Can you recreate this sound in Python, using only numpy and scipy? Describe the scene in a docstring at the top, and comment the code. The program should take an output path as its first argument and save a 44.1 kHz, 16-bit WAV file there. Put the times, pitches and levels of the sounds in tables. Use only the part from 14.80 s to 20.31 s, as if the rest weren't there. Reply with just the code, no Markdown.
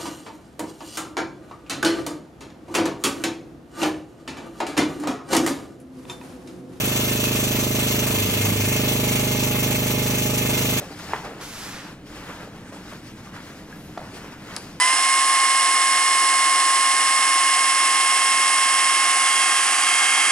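"""A cordless chainsaw finishes spinning up and runs free at full speed, close by, in a workshop.
Drive links strike the sprocket about a thousand times a second: a whine, and a steel clatter that
rings through housing and bar in a pattern that comes round with every lap of the chain. Underneath
sit motor tones, lap tones and the chirp of one stiff link. The saw turns against the microphone,
mostly near the end, which rebalances the tones and sweeps a floor echo through the clatter."""
import sys
import numpy as np
from scipy import signal
from scipy.fft import rfft, irfft
from scipy.io import wavfile
from scipy.ndimage import map_coordinates

SR = 44100
rng = np.random.default_rng(int(sys.argv[2]) if len(sys.argv) > 2 else 0)


def wav_out(sig):
    """Save sig, one row per channel (or a flat mono array), as 16-bit PCM at SR to the path in sys.argv[1]."""
    wavfile.write(sys.argv[1], SR, np.round(np.clip(np.atleast_2d(sig).T, -1, 1) * 32767).astype(np.int16))


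N = 242991

LINKS, TEETH = 56, 6  # round the chain, round the sprocket
FULL_LINK_HZ, START_SHORTFALL_HZ, SPIN_UP_S = 1073.4, 72.5, 0.106
CLATTER_DB, BAND_EDGE_HZ = -20, 11060

# The whine's harmonics. Each row: multiple of the link rate, level in dB, level in dB with the saw
# turned, spin-up lift in dB, length of that lift in seconds, flutter as a share of the amplitude.
WHINE_HARMONICS = [(1, -21.5, -30, -0.5, 0.55, 0.033), (2, -27.5, -23.5, 5.5, 0.13, 0.115),
                   (3, -38.5, -31.5, 6, 0.13, 0.21), (5, -34, -39.5, 3, 0.37, 0.05)]
# Brief dips in the whine. Each row: centre in seconds, half length in seconds, multiple of the
# link rate, depth in dB.
WHINE_DIPS = [(0.17, 0.03, 1, 4.5), (0.17, 0.04, 2, 4), (0.44, 0.045, 2, 6.5), (1.9, 0.13, 2, 5),
              (2.28, 0.16, 2, 2.5)]
# The clatter's base EQ. Each row: frequency in Hz, relative level in dB.
CLATTER_EQ = [(25, -41), (110, -33), (160, -31.5), (280, -10), (370, -8.5), (520, -14), (620, -10),
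              (720, -1), (1400, -4.5), (2200, 0), (4000, -7), (6700, -6.5), (8200, 0), (9150, -1),
              (10200, -0.5), (11000, -5)]
# How much of the clatter loops with the chain. Each row: frequency in Hz, share of the power.
LOOPING_SHARE = [(300, 0.01), (800, 0.33), (1600, 0.24), (2900, 0.85), (5300, 0.7), (6500, 0.92),
                 (10000, 0.44)]
# The housing's resonances. Each row: centre in Hz, width in Hz, lift in dB, lift in dB when turned.
HOUSING_PEAKS = [(785, 110, 0.5, 7), (1157, 223, 6, 11), (1375, 130, 1, 7), (1630, 177, 5, 10),
                 (1855, 320, 5.5, 1), (2420, 1200, -2.5, 4), (2903, 410, 7, 4.5), (3415, 60, 5, 6)]
# The steel bar's bright ring. Each row: centre in Hz, width in Hz, lift in dB, lift in dB when turned.
BAR_PEAKS = [(4800, 540, 1, 6), (5236, 510, 7, 0.5), (6060, 900, 1.5, 5), (7100, 500, -1, 4),
             (7740, 350, 1.5, -1), (8110, 150, -2, 9), (8490, 340, 5.3, 2), (9580, 420, 2.5, 1.5)]
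# Motor and sprocket tones. Each row: multiple of the shaft speed, level in dB, level in dB when turned.
MOTOR_TONES = [(1, -69, -75), (4, -45, -46.5), (5, -53.5, -43), (7, -58, -63), (9, -40, -36.5),
               (10, -44, -42), (15, -35, -36.5), (21, -57, -82), (24, -41.5, -85), (42, -53, -47),
               (48, -50, -64)]
# Tones of the uneven chain. Each row: multiple of the lap rate, level in dB.
LAP_TONES = [(65, -44), (96, -44), (99, -42.5), (104, -41), (155, -45), (180, -46)]
# The saw's angle to the microphone. Each row: time in seconds, turn from 0 to 1.
TURN_CURVE = [(0, 0.09), (0.6, 0.01), (2.1, 0.03), (3, 0.15), (4.2, 0.27), (4.45, 0.41), (4.85, 0.68),
              (5.25, 0.91), (5.51, 0.86)]
# Hollows between the lobes in which whine and motor tones leave the saw. Each row: multiple of the
# link rate, turn at the hollow, half width in turn, depth in dB.
LOBE_HOLLOWS = [(1, 0.97, 0.2, 2.5), (2, 0.33, 0.2, 2.4), (2, 0.7, 0.11, 12), (2.5, 0, 0.11, 11),
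                (2.5, 0.44, 0.09, 8), (3, 0.02, 0.11, 9), (3, 0.36, 0.05, 13), (3, 0.73, 0.08, 7.5),
                (5, 0.02, 0.06, 2.5), (5, 0.42, 0.07, 13), (5, 0.77, 0.08, 10)]
# How alike the clatter is left and right. Each row: frequency in Hz, likeness (capped at 1, no scatter).
STEREO_LIKENESS = [(60, 2.7), (300, .9), (700, 0.77), (1200, 0.7), (2500, 1.2), (5400, 1), (11000, 0.3)]
# Phase between the two microphone ports. Each row: frequency in Hz, lead of the left in radians.
STEREO_LEAD = [(0, 1), (600, 0.39), (1640, 0.54), (2150, 1.04), (2500, 0.73), (3960, 1.58), (4310, 1.78),
               (4740, 0.5), (5430, 1.21), (7240, 1), (8440, -0.07), (9390, 1.82), (9990, -1), (11700, 2.5)]
# Balance between the ports. Each row: frequency in Hz, left minus right in dB.
STEREO_BALANCE = [(60, -2), (130, 0.5), (620, -.5), (1100, -.2), (2000, -2), (3000, -4), (4200, -1.5),
                  (6400, -2), (9000, -4), (11000, -5)]


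def whine(travel, whip=2.5, wander_db=0.5):
    """Links meeting the sprocket sing in harmonics; the chain strains and whips as it gains speed."""
    t = np.arange(N) / SR
    turned = turn_at(t)
    unrest = 1 + whip * spin_up(t)
    sound = 0
    for k, db, turned_db, strain_db, strain_s, flutter in WHINE_HARMONICS:
        strain = np.exp(-(t / strain_s) ** 4)
        level_db = facing_db(turned, k, db, turned_db) + strain * strain_db + dip_db(t, k)
        level_db += wander_db * drift(hz=1.9)
        sound += partial(k * travel, k * FULL_LINK_HZ, level_db, flutter * unrest, flutter_hz=36)
    return sound


def spin_up(t):
    """The governor closes in on full speed: the gap left, from 1 down to 0."""
    return np.exp(-(t / SPIN_UP_S) ** 1.2)


def dip_db(t, multiple):
    """One harmonic of the whine ducks briefly."""
    return -sum(db * np.exp(-((t - centre_s) / half_s) ** 2)
                for centre_s, half_s, k, db in WHINE_DIPS if k == multiple)


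def facing_db(turned, multiple, db, turned_db):
    """A tone's level towards the microphone: a steady slope as the saw turns, less its hollows."""
    hollows_db = sum(depth * np.exp(-((turned - at) / width) ** 2)
                     for k, at, width, depth in LOBE_HOLLOWS if k == multiple)
    return db + turned * (turned_db - db) - hollows_db


def clatter(travel):
    """The chain's contacts ring through housing and bar; the room scatters a second, unrelated share."""
    blows = link_strikes(travel)
    hz, t, direct = rattle(travel, blows)
    _, _, scattered = rattle(travel, blows)
    likeness = np.clip(curve_at(STEREO_LIKENESS, hz), 0, 1)[:, None]
    mid, side = np.sqrt(1 + likeness) * direct, np.sqrt(1 - likeness) * scattered
    turned = turn_at(t)
    colour_db = curve_at(CLATTER_EQ, hz)[:, None] + resonances_db(hz[:, None], turned)
    in_band = (hz < BAND_EDGE_HZ + 300)[:, None]
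    colour = gain_of(colour_db) * floor_echo(hz, turned) * in_band
    spectra = np.array([mid + side, mid - side]) * mic_ports(hz)[:, :, None] * colour
    sound = signal.istft(spectra, nperseg=2048, noverlap=1536)[1][:, :N]
    return unit_rms(sound) * gain_of(CLATTER_DB)


def link_strikes(travel, decay_links=0.4, rub=0.87, uneven_db=1.5):
    """Envelope: each link lands with its own force and dies away, over steady rubbing in the groove."""
    link_force = gain_of(uneven_db * rng.standard_normal(LINKS))
    force = link_force[travel.astype(int) % LINKS]
    return unit_rms(rub + force * np.exp(-(travel % 1) / decay_links))


def rattle(travel, blows, pairing=0.94):
    """Short-time spectra of the contacts: part is tied to each link, part to link and tooth, part loose."""
    per_link = roughness_loop(travel, count=LINKS)
    per_pair = roughness_loop(travel, count=np.lcm(LINKS, TEETH))
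    pattern = unit_rms(per_link + pairing * per_pair)
    contacts = blows * np.array([pattern, rng.standard_normal(N)])
    hz, t, (looping, loose) = signal.stft(contacts, SR, nperseg=2048, noverlap=1536)
    share = np.clip(curve_at(LOOPING_SHARE, hz), 0, 1)[:, None]
    return hz, t, np.sqrt(share) * looping + np.sqrt(1 - share) * loose


def roughness_loop(travel, count, points_per_link=48):
    """A random grit that the chain runs through again every count links."""
    links = rng.standard_normal((count, points_per_link))
    grit = (links - links.mean(0)).ravel()  # what all links share belongs to the whine
    position = travel % count * points_per_link
    return unit_rms(map_coordinates(grit, [position], order=3, mode="grid-wrap"))


def resonances_db(hz, turned):
    """Housing and bar ring in bell-shaped peaks whose strength follows the saw's angle."""
    return sum((db + turned * (turned_db - db)) * 2 ** -(2 * (hz - centre) / width) ** 2
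               for centre, width, db, turned_db in HOUSING_PEAKS + BAR_PEAKS)


def motor(travel):
    """The motor drives the sprocket directly: softer tones at multiples of the shaft speed."""
    turned = turn_at(np.arange(N) / SR)
    sound = 0
    for order, db, turned_db in MOTOR_TONES:
        k = order / TEETH  # multiple of the link rate
        level_db = facing_db(turned, k, db, turned_db)
        sound += partial(k * travel, k * FULL_LINK_HZ, level_db, flutter=0.077, flutter_hz=9.9)
    return sound


def lap_tones(travel):
    """Uneven links come round once a lap and add tones between the whine's harmonics."""
    return sum(partial(k * travel / LINKS, k * FULL_LINK_HZ / LINKS, db, flutter=0.21, flutter_hz=6.7)
               for k, db in LAP_TONES)


def stiff_link(travel, db=-34, half_length_links=8, glancing=0.49, full_hit_s=2.833, lap_multiple=151):
    """A stiff link chirps on the sprocket once a lap, loudest on one tooth that it meets every third lap."""
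    laps = (travel - travel[round(full_hit_s * SR)]) / LINKS
    nearest_lap = np.round(laps)
    laps_per_full_hit = np.lcm(LINKS, TEETH) // LINKS
    force = np.where(nearest_lap % laps_per_full_hit == 0, 1, glancing)
    envelope = force * np.exp(-((laps - nearest_lap) * LINKS / half_length_links) ** 2)
    hz = lap_multiple * FULL_LINK_HZ / LINKS
    return envelope * partial(lap_multiple * laps, hz, db, flutter=0.54, flutter_hz=5.3)


def floor_echo(hz, turned, echo=0.43, beam_hz=3500, beam_turn=0.44, beam_width=0.17):
    """A bounce off the concrete combs the clatter, deepest while the bar beams its treble at the floor."""
    f = hz[:, None]
    aim = np.exp(-((turned - beam_turn) / beam_width) ** 2)
    strength = echo * aim * f / np.hypot(f, beam_hz)
    delay_s = 0.00113 + 0.00069 * turned  # turning lengthens the path, so the comb slides down
    return 1 + strength * np.exp(-2j * np.pi * f * delay_s)


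def partial(cycles, hz, db, flutter, flutter_hz):
    """One tone in stereo; the flapping chain makes it flutter in level and phase."""
    wobble = 1 + flutter * (drift(flutter_hz) + 1j * drift(flutter_hz))
    tone = wobble * np.exp(2j * np.pi * (cycles + rng.random()))
    return np.sqrt(2) * gain_of(db) * (mic_ports(hz)[:, None] * tone).real


def mic_ports(hz):
    """Complex gain of the left and right microphone ports, at unity level when averaged to mono."""
    left = gain_of(curve_at(STEREO_BALANCE, hz) / 2) * np.exp(0.5j * curve_at(STEREO_LEAD, hz))
    pair = np.array([left, 1 / left])
    return pair / abs(pair.mean(0))


def turn_at(t):
    """How far the saw has turned at times t, from 0 to 1."""
    return np.interp(t, *np.transpose(TURN_CURVE))


def curve_at(points, hz):
    """Reads a curve on a log-frequency axis."""
    f, value = np.transpose(points)
    return np.interp(np.log(hz + 1), np.log(f + 1), value)


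def drift(hz):
    """Slow random modulation of rms 1, rolling off above hz."""
    f = np.fft.rfftfreq(N, 1 / SR)
    return unit_rms(irfft(rfft(rng.standard_normal(N)) / (1 + (f / hz) ** 2), N))


def gain_of(db):
    """Decibels to amplitude."""
    return 10 ** (np.asarray(db) / 20)


def unit_rms(x):
    """Scales to rms 1."""
    return x / np.sqrt(np.mean(x ** 2) + 1e-20)


def scene():
    """One governed chain speed, hunting very slightly, drives every layer."""
    hunt_hz = 0.25 * drift(hz=1.5)
    link_hz = FULL_LINK_HZ - START_SHORTFALL_HZ * spin_up(np.arange(N) / SR) + hunt_hz
    travel = np.cumsum(link_hz) / SR  # links that have passed the sprocket
    return sum(source(travel) for source in (whine, motor, lap_tones, stiff_link, clatter))


def record(dry):
    """A steep low-pass takes off the top end."""
    taps = signal.firwin(1023, BAND_EDGE_HZ, window=("kaiser", 9), fs=SR)
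    return signal.oaconvolve(dry, taps[None], "same")


dry = scene()
out = record(dry)
wav_out(out)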